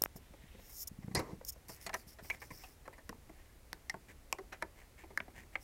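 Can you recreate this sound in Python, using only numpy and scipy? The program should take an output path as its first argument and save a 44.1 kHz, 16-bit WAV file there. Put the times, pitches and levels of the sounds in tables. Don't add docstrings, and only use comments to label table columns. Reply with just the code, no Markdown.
import sys
import numpy as np
from scipy import signal
from scipy.fft import rfft, irfft, next_fast_len
from scipy.io import wavfile
from scipy.ndimage import uniform_filter1d

SR = 44100
rng = np.random.default_rng(int(sys.argv[2]) if len(sys.argv) > 2 else 0)


def wrap_up_sound(samples):
    columns = np.atleast_2d(samples).T
    tamed = np.clip(columns, -1, 1)
    steps = np.round(tamed * 32767).astype(np.int16)
    wavfile.write(sys.argv[1], SR, steps)


N = 248283
TIME = np.arange(N) / SR
SHELL_HZ = 1995
# (time [s], thud [dB], case [dB], shell [dB], crack [dB], shell pitch [Hz], scrape length [s])
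CLICKS = [(1.1493, -40, -43.5, -47.5, -37, 1910, 0.0069), (1.1933, -39.5, -43.5, -49.5, -50.5, 1970, 0.01),
          (1.8645, -55, -49, -47.5, -47, 1890, .01), (1.8936, -55, -47, -49.5, -59, 1840, 0.0039),
          (1.941, -56, -42, -40, -45, 1870, 0.0073), (2.3006, -60, -50.5, -35.5, -54, 2290, 0.0057),
          (2.637, -67, -56.5, -57, -63, 2710, 0.0096), (2.8785, -53, -51, -62, -70.5, 1765, 0.0025),
          (3.0923, -48.5, -55.5, -50.5, -55.5, 2030, 0.0034), (3.1275, -65, -54.5, -65, -82, 1720, .0013),
          (3.7302, -57, -54.5, -48, -51, 1740, .0004), (3.8967, -69, -56, -39, -45.5, 1990, 0.0044),
          (3.9412, -50.5, -49, -54.5, -70, 1730, 0.0041), (4.3268, -55, -41, -39.5, -43, 2210, 0.00032),
          (4.624, -50, -41, -40, -52.5, 1870, 0.0028), (5.1751, -56, -53, -34.5, -51, 1833, .001),
          (5.203, -55, -53.5, -44, -84, 1860, .0017), (5.5548, -56, -49, -37.5, -69, 1930, 0.0033)]


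def gain_of(db):
    return 10 ** (np.asarray(db) / 20)


def unit_rms(x):
    return x / np.sqrt(np.mean(x ** 2) + 1e-20)


def at_level(hit, db):
    return gain_of(db) * hit * np.sqrt(0.02 * SR / np.sum(hit ** 2))


def curve_at(points, hz):
    knots_hz, values = np.transpose(points)
    return np.interp(np.log(hz + 1), np.log(knots_hz + 1), values)


def add(mix, time, sound):
    part = mix[max(round(time * SR), 0):][:len(sound)]
    part += sound[:len(part)]


def coloured(x, spectrum):
    size = next_fast_len(N)
    eq = gain_of(curve_at(spectrum, np.fft.rfftfreq(size, 1 / SR)))
    return unit_rms(irfft(rfft(x, size) * eq, size)[:N])


def arches(touches, crest, taper):
    knots = np.array([0, crest, 1])
    return sum(gain_of(db) * np.interp(TIME, start + length * knots, [0, 1, 0]) ** taper
               for start, length, db in touches)


def friction(pressure, spectrum, grain_db, grain_hz, patchy_db):
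    catches = np.interp(TIME * grain_hz, np.arange(N), rng.standard_normal(N))
    grains = rng.standard_normal(N) * gain_of(grain_db * catches)
    bands = signal.stft(grains, nperseg=256)[2]
    patches = uniform_filter1d(rng.standard_normal(bands.shape), size=5, axis=0)
    patches = unit_rms(uniform_filter1d(patches, size=22, axis=1))
    hiss = signal.istft(bands * gain_of(patchy_db * patches), nperseg=256)[1][:N]
    return pressure * coloured(hiss, spectrum)


def ring(modes, tuning, detune):
    hz, db, t60 = np.transpose(list(modes) * 2)[:, :, None]
    t = np.arange(0, t60.max(), 1 / SR)
    shift, phase = rng.standard_normal((2, len(hz), 1))
    waves = np.sin(2 * np.pi * (hz * tuning * (1 + detune * shift) * t + phase))
    decays = gain_of(db) * np.exp(-np.log(1000) * t / t60)
    band = np.clip([0.6 * hz.min() * tuning, 1.66 * hz.max() * tuning], 20, SR / 2 - 100)
    return signal.lfilter(*signal.butter(2, band, "band", fs=SR), (decays * waves).sum(0))


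def contacts(hits, grit, crack_share, swell):
    # (untuned pitch [Hz], level [dB], t60 [s])
    thud_modes = [(176, 0, 0.017), (265, 0.5, 0.019), (332, -6, 0.045), (429.5, 0, 0.017), (579, -2, 0.029)]
    case_modes = [(683, -3.5, 0.018), (823, 4, 0.02), (990, 5.5, 0.015), (1141, 0, 0.022),
                  (1355, -11, 0.023)]
    shell_modes = [(1600, -7, 0.0087), (1809, 0.5, 0.01), (2030, 2.5, 0.013), (2226, -5, 0.0098),
                   (2226, -4, 0.0066)]
    crack_modes = [(3300, -4.5, 0.0019), (4300, 1.5, 0.01), (4840, -5.5, 0.021), (5630, -11.5, 0.015),
                   (5830, 8, 0.0047), (7060, 4.5, 0.0043), (8020, -5.5, 0.0098), (8770, -3, 0.0077),
                   (9820, -1.5, 0.0023), (12330, 1, 0.00077), (11800, 10, 0.0013), (15000, -8, 0.00093)]
    out, t = np.zeros(N), np.arange(4096) / SR
    for time, thud_db, case_db, shell_db, crack_db, shell_hz, scrape_s in hits:
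        parts = [(ring(thud_modes, tuning=1, detune=0.063), thud_db, scrape_s),
                 (ring(case_modes, tuning=0.93, detune=0.036), case_db, scrape_s),
                 (ring(shell_modes, tuning=shell_hz / SHELL_HZ, detune=0.021), shell_db, scrape_s),
                 (ring(crack_modes, tuning=0.946, detune=0.016), crack_db, scrape_s * crack_share)]
        for response, db, length in parts:
            age = t / length
            slips = rng.standard_normal(len(t)) * np.exp(-age) * (1 - np.exp(-age / swell))
            force = grit * slips / np.linalg.norm(slips)
            force[0] += 1
            add(out, time, at_level(signal.fftconvolve(force, response), db))
    return out


def room_tone(level_db=-59):
    # (frequency [Hz], relative level [dB])
    spectrum = [(12, -23), (20, 2.5), (64, 3.5), (185, -15), (245, -14), (491, -16.5), (565, -17.5),
                (1500, -25), (2030, -23.5), (3260, -29.5), (12800, -31.5), (15500, -34.5)]
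    return gain_of(level_db) * coloured(rng.standard_normal(N), spectrum)


def nail_ticks(port_hz=13200, port_decay_s=0.00036, leak_hz=170, wall_hz=3000):
    # (time [s], push [dB], push width [s], port ring [dB])
    ticks = [(0.0187, -25.5, 0.00023, -60), (0.0382, -20, 0.000069, -9.5), (0.0594, -22, 0.000076, -60)]
    out, t = np.zeros(N), np.arange(-100, 900) / SR
    wall = np.vstack([signal.butter(1, leak_hz, "high", fs=SR, output="sos"),
                      signal.butter(6, wall_hz, fs=SR, output="sos")])
    port = (t >= 0) * np.exp(-abs(t) / port_decay_s) * np.sin(2 * np.pi * port_hz * t)
    for time, push_db, width, ring_db in ticks:
        push = signal.sosfilt(wall, np.exp(-(t / width) ** 2 / 2))
        add(out, time + t[0], gain_of(push_db) * push + gain_of(ring_db) * port)
    return out


def skin_brushes(rise_db=27, lift_s=0.017):
    # (start [s], length [s], top level [dB])
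    dabs = [(.0198, 0.0039, -23), (.046, 0.021, -49.5), (.157, 0.032, -51.5), (.872, .017, -37),
            (1.4485, 0.007, -40), (1.52, 0.023, -52.5)]
    swipes = [(.585, .245, -42), (1.454, 0.039, -35.5)]
    # (frequency [Hz], relative level [dB])
    spectrum = [(300, -49), (3300, -21), (4400, -17), (5350, 3.5), (6100, -4), (6700, 1), (7700, -8),
                (10000, -5), (11200, -7.5), (12300, -3), (13600, 4.5), (14700, -7.5), (16000, -1.5)]
    pressure = arches(dabs, crest=0.18, taper=0.88)
    for start, length, db in swipes:
        progress = np.clip((TIME - start) / length, 0, 1)
        touching = (TIME > start) * np.clip(1 - (TIME - start - length) / lift_s, 0, 1)
        pressure += touching * gain_of(db - rise_db * (1 - progress))
    return friction(pressure, spectrum, grain_db=2.5, grain_hz=915, patchy_db=1.4)


def hand_slide():
    # (start [s], length [s], level [dB])
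    slides = [(.08, .7, -67.5)]
    # (frequency [Hz], relative level [dB])
    spectrum = [(300, -15), (800, -22), (1500, -7), (1950, 0.5), (2400, -3.5), (3700, -3.5), (4700, -14),
                (9000, -23)]
    pressure = arches(slides, crest=0.72, taper=0.77)
    return friction(pressure, spectrum, grain_db=2.0, grain_hz=500, patchy_db=2.2)


def hand_bumps(light_hz=159.4, light_db=-37.5, sag_hz_per_db=6.5):
    # (time [s], peak level [dB])
    bumps = [(0.16, -42), (0.31, -48.5), (.442, -47.5), (0.917, -41.5), (.991, -37.5), (1.047, -35.5),
             (1.083, -37), (1.115, -36.5), (1.147, -34), (1.163, -37), (1.177, -28.5), (1.335, -35),
             (2.072, -49), (2.228, -46), (2.52, -41)]
    out, t = np.zeros(N), np.arange(-900, 900) / SR
    for time, db in bumps:
        hz = light_hz - sag_hz_per_db * max(db - light_db, 0)
        phase_squared = (np.pi * hz * t) ** 2
        add(out, time + t[0], gain_of(db) * (2 * phase_squared - 1) * np.exp(-phase_squared))
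    return out


def fidgets(per_s=2.5, level_db=-74.5, spread_db=7.5):
    draws = rng.random((round(per_s * N / SR), 3))
    return [(when * N / SR, level_db + spread_db * (2 * size - 1), slide) for when, size, slide in draws]


def scuffs(tap_s=0.0028, slide_s=0.014):
    # (time [s], base level [dB], slide [0 = dull tap, 1 = bright scrape])
    cues = [(.336, -67, 0.15), (.547, -68.5, 0.072), (.59, -70.5, .1), (1.029, -68, 0.49), (1.08, -63, 0),
            (1.113, -63.5, 0.45), (1.411, -63.5, 0.12), (1.693, -58, 0.44), (1.931, -52, 0.77),
            (2.187, -59, 0.67), (2.246, -64, 0.57), (2.418, -55, 0.77), (2.505, -54.5, .55),
            (2.855, -64, 0.7), (2.929, -63.5, 0.79), (2.981, -63, 0.69), (3.294, -62.5, .25),
            (4.385, -52.5, .35), (4.52, -62, 0.63), (4.525, -53, 0.84), (4.618, -61, .7),
            (5.037, -62, 0.32), (5.104, -62.5, 0.29), (5.281, -63.5, 0.22)]
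    # (thud [dB], case [dB], shell [dB], crack [dB])
    tap_colour, slide_colour = np.array([11, 1, -8, -16.5]), np.array([-7, 0, 7, -5])
    hits = []
    for time, db, slide in cues + fidgets():
        colour = (1 - slide) * tap_colour + slide * slide_colour
        hits.append((time, *(db + colour), SHELL_HZ, tap_s + slide * (slide_s - tap_s)))
    return contacts(hits, grit=2.6, crack_share=0.82, swell=0.21)


def clicks():
    return contacts(CLICKS, grit=1.82, crack_share=0.53, swell=0.26)


def snaps(offset_db=-3, softening_db_per_s=1200, band_hz=(1500, 11400)):
    out = np.zeros(N)
    pulse = signal.lfilter(*signal.butter(2, band_hz, "band", fs=SR), signal.unit_impulse(256))
    for time, _, _, _, crack_db, _, scrape_s in CLICKS:
        db = crack_db + offset_db - softening_db_per_s * scrape_s
        add(out, time + scrape_s / 2, at_level(pulse, db))
    return out


def rattle(start_s=1.1535, length_s=0.165, count=14, scrape_s=0.014, jitter_s=0.002):
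    # (first level [dB], settled level [dB], settling time [s])
    fades = [(-48, -60, 0.12), (-42, -65.5, 0.077), (-40, -73.5, 0.045), (-43.5, -73, 0.013)]
    first_db, settled_db, settle_s = np.transpose(fades)
    bounces = []
    for age, jitter in zip(np.linspace(0, length_s, count), rng.standard_normal(count)):
        levels = settled_db + (first_db - settled_db) * np.exp(-age / settle_s)
        time = start_s + age + jitter_s * jitter * (age > 0)
        bounces.append((time, *levels, SHELL_HZ, scrape_s))
    return contacts(bounces, grit=2.9, crack_share=1.37, swell=0.61)


def clack(time_s=1.1565, level_db=-40):
    # (untuned pitch [Hz], level [dB], t60 [s])
    modes = [(4420, 7, 0.069), (4470, -2, 0.055), (4900, 7, 0.086), (5330, -4, .04)]
    out = np.zeros(N)
    add(out, time_s, at_level(ring(modes, tuning=0.99, detune=0.018), level_db))
    return out


def finger_drags():
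    # (start [s], length [s], level [dB])
    drags = [(1.62, 0.49, -65.5), (2.29, .11, -55.5), (2.57, 0.15, -63.5), (3.3, 0.24, -70),
             (4.07, 0.067, -56.5), (4.745, 0.13, -61.5), (4.97, 0.077, -57.5), (5.335, 0.12, -55.5),
             (5.52, 0.043, -60)]
    # (frequency [Hz], relative level [dB])
    spectrum = [(200, -5), (800, -7.5), (1350, -14.5), (1750, -2), (2080, 0), (2450, -7), (3300, -16),
                (4500, -21.5), (7500, -17), (10000, -25.5), (16000, -24)]
    pressure = arches(drags, crest=0.41, taper=0.83)
    return friction(pressure, spectrum, grain_db=4.0, grain_hz=484, patchy_db=0.5)


def palm_strokes():
    # (start [s], length [s], level [dB])
    strokes = [(1.682, .045, -50), (1.715, .075, -56), (1.80, .085, -54.5), (1.94, 0.095, -56.5),
               (2.067, 0.085, -57.5), (2.22, .16, -57), (2.395, .1, -59.5), (2.49, 0.27, -58),
               (5.60, .08, -61.5)]
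    # (frequency [Hz], relative level [dB])
    spectrum = [(500, -3), (3800, -9.5), (4700, 0.5), (5400, 7.5), (6400, -1), (7500, -2), (8500, 0),
                (9300, -2), (10300, 2), (11500, -7), (13100, 3.5), (16000, -3)]
    pressure = arches(strokes, crest=0.24, taper=0.56)
    return friction(pressure, spectrum, grain_db=3.2, grain_hz=900, patchy_db=2.2)


def room_reverb(x, onset_s=0.0074):
    # (frequency [Hz], t60 [s])
    decay_times = [(150, 0.46), (400, 0.18), (900, 0.1), (2000, 0.2), (5000, 0.072), (14000, 0.09)]
    # (frequency [Hz], level [dB])
    sends = [(150, -3.5), (260, -4.5), (450, -1), (900, -10), (2000, -20), (5000, -16), (14000, -22)]
    t = np.arange(SR // 2) / SR
    reflections = rng.standard_normal(len(t)) * (1 - np.exp(-(t / onset_s) ** 2))
    hz, age, bands = signal.stft(reflections, SR, nperseg=256)
    decay_rate = np.log(1000) / curve_at(decay_times, hz)[:, None]
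    decay = np.exp(-decay_rate * age) * np.sqrt(2 * decay_rate / SR)
    send = gain_of(curve_at(sends, hz))[:, None]
    tail = signal.istft(bands * decay * send, SR, nperseg=256)[1]
    return signal.fftconvolve(x, tail)[:N]


def scene():
    toy = hand_slide() + scuffs() + clicks() + snaps() + rattle() + clack()
    toy += finger_drags() + palm_strokes()
    housing = nail_ticks() + skin_brushes()
    bumps = hand_bumps()
    reverb = room_reverb(toy + gain_of(-3.5) * bumps)
    return (toy + housing + bumps + reverb + room_tone())[None]


def record(dry):
    cutoff_hz = 15900
    lowpass = signal.firwin(511, cutoff_hz, window=("kaiser", 9), fs=SR)
    return signal.oaconvolve(dry, lowpass[None], "same")


dry = scene()
out = record(dry)
wrap_up_sound(out)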